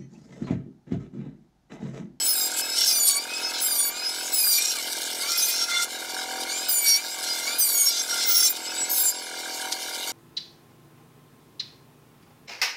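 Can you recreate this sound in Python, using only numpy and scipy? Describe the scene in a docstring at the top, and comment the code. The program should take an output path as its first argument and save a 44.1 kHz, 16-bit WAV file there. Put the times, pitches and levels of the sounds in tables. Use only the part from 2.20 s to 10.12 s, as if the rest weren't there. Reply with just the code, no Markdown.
"""An open-air workshop, one microphone close to a wooden door being trimmed with an electric hand planer.
In each short pass the motor sags as the knives bite and sing in the wood, and chips spray; between
passes it whines back up, or coasts when the trigger is let go. Nearby a single-cylinder engine chugs
and drives another woodworking machine, which cuts now and then farther off.
The recorder's gain control ducks the whole yard under the loud cuts."""
import sys
import numpy as np
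from scipy import signal
from scipy.fft import rfft, irfft, next_fast_len
from scipy.io import wavfile
from scipy.ndimage import uniform_filter1d

SR = 44100
rng = np.random.default_rng(int(sys.argv[2]) if len(sys.argv) > 2 else 0)


def output_pcm(signal):
    """Save a mono or channel-first signal as 16-bit PCM at the path in sys.argv[1].

    Samples are clipped to [-1, 1] before scaling.
    """
    pcm = np.clip(np.atleast_2d(signal).T, -1, 1) * 32767
    wavfile.write(sys.argv[1], SR, np.round(pcm).astype(np.int16))


N = 349260
TIME = np.arange(N) / SR

# The planer, close up. Each row: start and end of a pass in seconds, seconds to full depth, loaded pitch
# in Hz, knife song in dB, its tilt in dB per order, chip spray in dB.
PLANER_PASSES = [(0.019, .262, 0.16, 1227, -2, -0.2, -34.5), (0.655, 0.97, .043, 1116, -1, -0.6, -33),
                 (1.401, 1.69, 0.07, 1128, -1, -0.2, -48), (2.118, 2.382, 0.081, 1164, 0.5, 0.4, -34),
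                 (3.165, 3.301, 0.017, 1217, -3.5, 0.6, -30), (4.48, 4.759, 0.0038, 1111, -2.5, 0.4, -35.5),
                 (5.38, 5.689, .035, 1097, -1, 0.3, -34.5), (6.054, 6.309, 0.17, 1190, -3, 0.1, -48),
                 (6.691, 6.897, 0.12, 1187, -0.5, .4, -30)]
# The trigger is let go. Each row: start and end in seconds.
TRIGGER_OFF = [(2.542, 2.895), (3.493, 4.12), (4.935, 5.158), (7.049, 7.7)]
# The rotor's harmonics. Each row: order, level running free in dB, level cutting in dB.
ROTOR_HARMONICS = [(1, -58, -52), (2, -47, -44), (3, -58, -42), (4, -33.5, -26), (5, -62, -35.5),
                   (6, -38.5, -29), (7, -70, -33.5), (8, -47.5, -23.5), (9, -76, -35), (10, -54, -26),
                   (11, -72, -35), (12, -62, -27), (13, -74, -34)]
# The whine swings as the tool is moved about. Each row: time in seconds, then gain in dB for the two
# lowest orders, for the fourth and for the sixth.
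WHINE_SWINGS = [(.05, -4, 2.5, 6), (.36, 2, -10, 5), (.52, 0, 5.5, -3), (1.08, 2.5, -6, -10),
                (1.18, 5.5, 4, -1), (1.32, 2.5, -2, -6), (1.72, -4, -11, -3), (1.85, 1, 7.5, -7),
                (1.96, -4, -7, -4), (2.55, 3.5, -14, -1), (3.05, 5.5, 1, 3), (3.5, 1.5, -12, -13),
                (4.38, -1.5, -2.5, 1), (4.95, -9, -8, -2), (5.34, 4.5, -2, -4), (5.78, -7, -15, 0),
                (6.05, -2, 3, -5), (6.35, -2, -10, -5), (6.62, 0, -10, 11.5), (7.05, -13, -12, -5.5)]
# The knives squeal. Each row: centre and half length in seconds, order, level in dB.
KNIFE_SQUEALS = [(0.75, 0.037, 5, -26), (2.32, 0.05, 4, -24.5), (2.35, 0.047, 5, -31),
                 (3.239, .022, 5, -19), (4.702, 0.082, 2, -29), (4.721, 0.054, 4, -21), (4.72, .05, 5, -14),
                 (5.425, 0.02, 5, -23), (5.43, .025, 7, -20), (5.62, 0.061, 6, -24),
                 (5.678, .018, 5, -16.5), (6.131, 0.062, 12, -19), (6.255, 0.026, 5, -20),
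                 (6.88, 0.021, 6, -19)]
# Spectrum of rushing air and chips. Each row: frequency in Hz, relative density in dB.
RUSH_SPECTRUM = [(2550, -35), (2750, -0.5), (3020, 5.5), (3300, -1.5), (3650, 6.5), (4000, 2.5), (4700, 3),
                 (5400, 0.5), (6100, -2), (7200, -0.5), (8400, 0), (10000, -4), (12500, -7), (15500, -13)]
# The steady hiss rises and falls. Each row: time in seconds, body gain in dB, treble gain in dB.
HISS_SWELL = [(0, 1.5, 5), (.9, 0, 1.5), (1.35, 2.5, -1.5), (1.7, -3.5, -5), (2.1, 1, 4), (2.9, 2.5, 4),
              (3.8, -0.5, -1), (4.4, -0.5, -0.5), (4.85, 3, 4.5), (5.3, 0.5, 3.5), (6.0, 3, 5.5),
              (6.4, 1, -1), (7.05, -1, -4.5), (7.5, 0, 0), (7.92, 2, 2.5)]
# Short scuffs on wood. Each row: centre and half length in seconds, level in dB.
WOOD_SCUFFS = [(.39, 0.024, -22.5), (.893, 0.024, -16), (3.632, 0.021, -25), (4.21, 0.011, -36),
               (6.26, 0.025, -19.5)]

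# Speed of the nearby engine. Each row: time in seconds, firings per second.
FIRING_RATE = [(0.0, 41.4), (0.37, 41.7), (0.6, 40.6), (0.86, 40.7), (1.01, 41.5), (2.25, 42.3),
               (2.56, 41.1), (2.91, 41.2), (3.11, 40.5), (4.24, 42.4), (5.49, 41.1), (6.04, 41.3),
               (6.24, 40.5), (6.81, 42.4), (7.26, 41.8), (7.52, 42.3), (7.74, 41.7), (7.92, 42.3)]
# Its loudness at the microphone. Each row: time in seconds, gain in dB.
ENGINE_GAIN = [(0, -0.5), (.9, 1), (1.25, 1), (1.6, -0.5), (2.05, -0.5), (2.4, -1.5), (2.75, 0),
               (3.4, -0.5), (4.15, 1.5), (4.5, -1), (5.2, 1), (5.6, -1), (6.0, 2), (7.0, 0), (7.92, -0.5)]
# The exhaust's harmonics. Each row: order, relative level in dB.
EXHAUST_HARMONICS = [(1, -42), (2, -35.5), (3, -35), (4, -26.5), (5, -22), (6, -11), (7, -10.5), (8, -7.5),
                     (9, -14), (10, -9.5), (11, -10.5), (12, -7.5), (13, -12.5), (14, -9), (15, -9.5),
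                     (16, -6), (17, -13.5), (18, 2.5), (19, -8.5), (20, -24), (21, -14.5), (22, 0),
                     (23, -2), (24, -17), (25, -51), (26, -31), (27, -11), (28, -23)]
# The muffler holds the higher notes back. Each row: frequency in Hz, delay in seconds.
MUFFLER_DELAYS = [(230, 0.0029), (340, 0.0039), (470, 0.0018), (560, 0.00029), (620, 0.012), (700, 0.0076),
                  (780, 0.015), (870, 0.013), (950, 0.0169), (1150, 0.0173)]
# Valve and piston knocks. Each row: place in the cycle from 0 to 1, width in cycles, relative level in dB.
ENGINE_KNOCKS = [(.39, 0.083, -2.5), (.57, 0.066, -6), (.78, 0.18, -24.5)]
# Spectrum of those knocks. Each row: frequency in Hz, relative density in dB.
CLATTER_SPECTRUM = [(1000, -10.5), (1250, -11.5), (1380, -6.5), (1450, 7), (1530, 0), (1580, 7), (1640, 5),
                    (1740, -8.5), (1850, -37), (2100, -8), (2500, -30)]
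# The yard's wash of noise. Each row: frequency in Hz, relative density in dB.
YARD_SPECTRUM = [(25, -15.5), (180, -17.5), (260, -5.5), (900, -3), (1050, -29.5), (1300, -11), (1650, -11),
                 (1870, -17.5), (2080, 4), (2350, 5.5), (2600, -17.5), (2900, -0.5)]

# The farther machine cuts. Each row: start and end in seconds, then drone, ringing top and rush in dB.
FAR_MACHINE_CUTS = [(.54, .71, -54, -22, -25), (2.277, 2.52, -74, -32, -29.5),
                    (3.064, 3.424, -51.5, -29, -31), (3.469, 3.625, -36, -35, -36),
                    (5.03, 5.281, -49.5, -43, -43), (5.663, 5.794, -55.5, -21.5, -37),
                    (5.867, 6.081, -47, -31.5, -34.5), (6.076, 6.26, -45.5, -22, -32)]
# Its low drone. Each row: order, relative level in dB.
FAR_DRONE_HARMONICS = [(2, 6.5), (3, 5.5), (4, -5), (5, 3), (6, 1)]
# Its ringing top. Each row: order, relative level in dB.
FAR_TOP_HARMONICS = [(5, -20), (6, -15), (7, -13.5), (8, 1), (9, -9), (10, -39)]

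# Wood and tool knock together. Each row: start in seconds, level in dB, decay in seconds.
TOOL_CLACKS = [(.897, -19, 0.006), (7.522, -20, 0.0044), (7.5257, -22, 0.0081)]
# Spectrum of a clack. Each row: frequency in Hz, relative density in dB.
CLACK_SPECTRUM = [(1000, -20), (2600, -14), (3200, 1), (6000, 0), (8500, -5), (15000, -27)]

FREE_HZ = 1304   # the planer's pitch with no load
BITE_ATTACK_S, BITE_RELEASE_S = 0.014, 0.027


def from_db(db):
    """Decibels to gain."""
    return 10 ** (np.asarray(db) / 20)


def rms_one(x):
    """Scale to unit power."""
    return x / np.sqrt(np.mean(x ** 2) + 1e-20)


def in_time(rows):
    """Each column of a timed table, at every sample."""
    times, *columns = np.transpose(rows)
    return [np.interp(TIME, times, column) for column in columns]


def at_hz(rows, hz):
    """Read a table on a log-frequency axis."""
    row_hz, values = np.transpose(rows)
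    return np.interp(np.log(np.maximum(hz, 1)), np.log(row_hz), values)


def turns_of(hz):
    """Cycles completed at a changing rate."""
    return np.cumsum(hz) / SR


def angle_of(turns):
    """Cycles to an angle within one turn."""
    return 2 * np.pi * (turns % 1)


def gate(start, end, attack_s, release_s):
    """Rise from the start, hold, fall after the end."""
    rise = np.clip((TIME - start) / max(attack_s, 1 / SR), 0, 1)
    fall = np.clip(1 - (TIME - end) / max(release_s, 1 / SR), 0, 1)
    return rise * fall


def bursts(rows):
    """Rounded swells. Each row: centre and half length in seconds, level in dB."""
    return sum(from_db(db) * np.exp(-np.minimum(((TIME - s) / half) ** 4, 20)) for s, half, db in rows)


def drift(hz):
    """Smooth random wandering with spread 1."""
    step = int(np.clip(SR / (12 * hz), 4, 400))
    pole = np.exp(-2 * np.pi * hz * step / SR)
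    white = rng.standard_normal(N // step + 302)
    slow = rms_one(signal.lfilter([1], [1, -2 * pole, pole ** 2], white)[300:])   # once settled
    return np.interp(np.arange(N) / step, np.arange(len(slow)), slow)


def noise(spectrum, low_hz=10, high_hz=20000):
    """Coloured noise between two steep edges, at unit power."""
    size = next_fast_len(N)
    hz = np.arange(size // 2 + 1) * SR / size + 1
    edges = 1 / np.sqrt((1 + (low_hz / hz) ** 24) * (1 + (hz / high_hz) ** 24))
    shaped = rfft(rng.standard_normal(size)) * edges * from_db(at_hz(spectrum, hz))
    return rms_one(irfft(shaped, size)[:N])


def partial(turns, order, flutter_db, scatter):
    """One harmonic at the microphone: it swells and fades as reflections shift, inside a rough halo."""
    angle = angle_of(order * turns)
    tone = (1 + scatter * drift(60)) * np.sin(angle) + scatter * drift(60) * np.cos(angle)
    return rms_one(tone * from_db(flutter_db * drift(10)))


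def rasp(turns, low_hz, high_hz, size=256, patterns=4):
    """Scraping that nearly repeats with each turn of a drum and slowly changes its pattern."""
    place = ((turns % 1) * size).astype(int)
    scrape = sum(rng.standard_normal(size)[place] * drift(10) for _ in range(patterns))
    band = signal.butter(2, [low_hz, high_hz], "band", fs=SR, output="sos")
    return rms_one(signal.sosfilt(band, scrape))


def motor_pitch(spin_up_s=0.105, sag_s=0.094, coast_s=0.39):
    """The rotor's inertia makes the planer's pitch lag behind the load and the trigger."""
    goal_hz, haste = np.full(N, float(FREE_HZ)), np.full(N, 1 / spin_up_s)
    for start, end, entry_s, loaded_hz, *_ in PLANER_PASSES:
        load = gate(start, end, entry_s, 0)
        goal_hz += load * (loaded_hz - FREE_HZ)
        haste += load * (1 / sag_s - 1 / spin_up_s)
    for start, end in TRIGGER_OFF:
        off = (TIME > start) & (TIME < end)
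        goal_hz[off], haste[off] = 0, 1 / coast_s
    growth = np.exp(np.cumsum(haste) / SR)   # solves: change of pitch = haste * (goal - pitch)
    return (FREE_HZ + np.cumsum(goal_hz * growth * -np.expm1(-haste / SR))) / growth


def knife_squeals(turns):
    """The knives squeal briefly on single orders of the rotor."""
    squeals = 0
    for order in sorted({k for _, _, k, _ in KNIFE_SQUEALS}):
        swells = bursts([(s, half, db) for s, half, k, db in KNIFE_SQUEALS if k == order])
        squeals += swells * partial(turns, order, flutter_db=0.8, scatter=0.15)
    return squeals


def planer(strain_db_per_hz=0.0152, low_strain_db_per_hz=0.04, fade_db_per_hz=0.2, coasting_db=-7):
    """Close up, the free rotor whines mostly on even orders; biting knives add odd ones and a bright top."""
    pitch = motor_pitch()
    turns = turns_of(pitch * (1 + 0.0008 * drift(20)))
    sag_hz = FREE_HZ - pitch
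    # the whine grows as the motor pulls hard, then dies away below 1106 Hz
    running_db = strain_db_per_hz * sag_hz - fade_db_per_hz * np.maximum(1106 - pitch, 0)
    coasting = sum(gate(start, end, attack_s=0.027, release_s=0.014) for start, end in TRIGGER_OFF)
    low_db, fourth_db, sixth_db = in_time(WHINE_SWINGS)
    swing_db = {1: low_db, 2: low_db, 4: fourth_db, 6: sixth_db}
    bites = np.array([gate(start, end, BITE_ATTACK_S + 0.2 * entry_s, BITE_RELEASE_S)
                      for start, end, entry_s, *_ in PLANER_PASSES])
    *_, song_db, tilt_db, _ = np.transpose(PLANER_PASSES)
    tones = 0
    for order, free_db, cutting_db in ROTOR_HARMONICS:
        # the two lowest orders gain more as the pitch sags; the others drop when the current is off
        drive_db = low_strain_db_per_hz * sag_hz if order <= 2 else coasting_db * coasting
        whine = from_db(free_db + running_db + drive_db + swing_db.get(order, 0))
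        song = from_db(cutting_db + song_db + tilt_db * (order - 8)) @ bites
        tones += partial(turns, order, flutter_db=4.5, scatter=0.37) * np.hypot(whine, song)
    tones += knife_squeals(turns)
    # the knives never bite quite alike, so each drum turn (four cycles of the whine) shakes the tone
    return tones * (1 + 0.24 * rasp(turns / 4, low_hz=200, high_hz=890))


def shifting_reflections(x, depth_db, size=512):
    """Reflections lift and drop narrow stretches of the spectrum, each for a few hundredths of a second."""
    spectrum = signal.stft(x, nperseg=size)[2]
    patches = rng.standard_normal(spectrum.shape)
    for _ in range(2):
        patches = uniform_filter1d(patches, size=3, axis=0)
        patches = uniform_filter1d(patches, size=6, axis=1)
    gain = rms_one(from_db(depth_db * rms_one(patches)))
    return signal.istft(spectrum * gain, nperseg=size)[1][:N]


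def chips_and_hiss():
    """Air and wood dust rush out, near and far, in uneven spurts that get coarser as the cut deepens."""
    passes = sum(from_db(db) * gate(start, end, BITE_ATTACK_S, BITE_RELEASE_S)
                 for start, end, *_, db in PLANER_PASSES)
    body_db, treble_db = in_time(HISS_SWELL)
    # Each row: envelope, then gain in dB for the low rush, the scrape and the spray.
    sources = [(from_db([body_db, body_db, treble_db]), (-40.5, -37, -40)),
               (passes, (-17, -5.5, -1.5)),
               (far_cut_envelope([db for *_, db in FAR_MACHINE_CUTS]), (-9.5, 0.5, -3)),
               (bursts(WOOD_SCUFFS), (-16.5, -5.5, -0.5))]
    band_power = sum((from_db(bands_db)[:, None] * envelope) ** 2 for envelope, bands_db in sources)
    rush, scrape, spray = np.sqrt(band_power)
    depth = np.clip((20 * np.log10(spray) + 42) / 16, 0, 1)
    crackle, surge = drift(260), drift(30)
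    spurts = rms_one(from_db((1.5 + depth) * crackle + 1.74 * surge))
    hiss = rush * noise(RUSH_SPECTRUM, low_hz=2560, high_hz=4440)
    hiss += scrape * noise(RUSH_SPECTRUM, low_hz=4160, high_hz=7396)
    hiss += spray * noise(RUSH_SPECTRUM, low_hz=7630)
    return spurts * shifting_reflections(hiss, depth_db=3.5)


def engine(pop_db=-46, ring_db=-45, clatter_db=-43, ring_db_per_hz=2.6, ring_from_hz=690):
    """Nearby, each firing sends a pop through the ringing muffler; valve and piston knocks follow."""
    firing_hz, = in_time(FIRING_RATE)
    swell_db, = in_time(ENGINE_GAIN)
    turns, mean_hz = turns_of(firing_hz), firing_hz.mean()
    note_hz = np.array(EXHAUST_HARMONICS)[:, 0] * mean_hz
    lags = np.cumsum(at_hz(MUFFLER_DELAYS, note_hz)) * mean_hz   # in cycles
    notes = np.array([from_db(db + 1.6 * drift(2.3)) * np.sin(angle_of(order * turns - lag))
                      for (order, db), lag in zip(EXHAUST_HARMONICS, lags)])
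    pop = from_db(pop_db) * rms_one(notes[note_hz < ring_from_hz].sum(axis=0))
    ring = from_db(ring_db) * rms_one(notes[note_hz >= ring_from_hz].sum(axis=0))
    ring *= from_db(ring_db_per_hz * (firing_hz - mean_hz) + swell_db)   # rings harder with speed
    exhaust = (pop + ring) * from_db(1.48 * drift(20))
    knocks = 0
    for place, width, db in ENGINE_KNOCKS:
        cycles_away = (turns - place + 0.5) % 1 - 0.5
        knocks += from_db(db) * np.exp(-0.5 * (cycles_away / width) ** 2)
    rattle = (knocks + 0.15) * from_db(2.34 * drift(20))
    clatter = rms_one(rattle * noise(CLATTER_SPECTRUM, low_hz=980, high_hz=2600))
    return from_db(swell_db) * (exhaust + from_db(clatter_db) * clatter)


def yard_wash(level_db=-43.5):
    """All around the microphone, the yard's noise swells with the engine that feeds it."""
    swell_db, = in_time(ENGINE_GAIN)
    return from_db(level_db + 0.37 * swell_db) * noise(YARD_SPECTRUM, high_hz=3100)


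def far_cut_envelope(levels_db):
    """The farther machine's cuts rise and fall, each at its own level."""
    return sum(from_db(db) * gate(start, end, attack_s=0.047, release_s=0.047)
               for (start, end, *_), db in zip(FAR_MACHINE_CUTS, levels_db))


def far_harmonics(turns, rows):
    """A stack of harmonics, blurred on its way across the yard."""
    return sum(from_db(db) * partial(turns, order, flutter_db=4.0, scatter=0.48) for order, db in rows)


def far_cutter(strokes_per_firing=16.95, idle_drone_db=-58.5, idle_top_db=-54):
    """Farther off, a three-knife block keeps pace with the engine: it drones, rings and rasps."""
    firing_hz, = in_time(FIRING_RATE)
    turns = turns_of(strokes_per_firing * firing_hz * (1 + 0.0018 * drift(10)))
    _, _, drone_db, top_db, _ = np.transpose(FAR_MACHINE_CUTS)
    drone_level = far_cut_envelope(drone_db) + from_db(idle_drone_db)
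    top_level = far_cut_envelope(top_db) + from_db(idle_top_db)
    shaft_turns = turns / 3
    scrape = from_db(6.5) * np.sqrt(drone_level * top_level) * rasp(shaft_turns, low_hz=3420, high_hz=7050)
    stutter = rms_one(from_db(3.5 * np.tanh(drift(40))))   # the ringing catches and lets go
    flare = from_db(-23) * np.exp(-((TIME - 5.122) / 0.028) ** 2)   # one brief squeal on the seventh order
    squeal = flare * np.sin(angle_of(7 * turns))
    drone = drone_level * far_harmonics(turns, FAR_DRONE_HARMONICS)
    top = top_level * far_harmonics(turns, FAR_TOP_HARMONICS)
    return drone + stutter * (top + squeal) + scrape


def clacks():
    """Wood and tool knock: dry bursts of noise that die within milliseconds."""
    envelope = sum(from_db(db) * (TIME >= start) * np.exp(-np.abs(TIME - start) / decay_s)
                   for start, db, decay_s in TOOL_CLACKS)
    return envelope * noise(CLACK_SPECTRUM, low_hz=900)


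def gain_control(x, threshold_db=-29, share=0.29, attack_s=0.013, release_db_per_s=49.5):
    """The recorder takes off a share of the level above its threshold, then lets the gain creep back."""
    power = uniform_filter1d(x ** 2, size=512)
    level_db = 10 * np.log10(np.maximum(power, 1e-12))
    fall_db = release_db_per_s * TIME
    held_db = np.maximum.accumulate(level_db + fall_db, axis=-1) - fall_db
    pole = np.exp(-1 / (attack_s * SR))
    excess_db = signal.lfilter([1 - pole], [1, -pole], np.maximum(held_db - threshold_db, 0))
    return x * from_db(-share * excess_db)


def scene():
    """At the microphone, in mono: the planer in front, the yard's machines behind."""
    return (planer() + chips_and_hiss() + clacks() + far_cutter() + engine() + yard_wash())[None]


def record(dry, cutoff_hz=15600):
    """The recorder rides the gain, then cuts the top steeply."""
    lowpass = signal.ellip(12, 0.1, 90, cutoff_hz, fs=SR, output="sos")
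    return signal.sosfilt(lowpass, gain_control(dry))


dry = scene()
out = record(dry)
output_pcm(out)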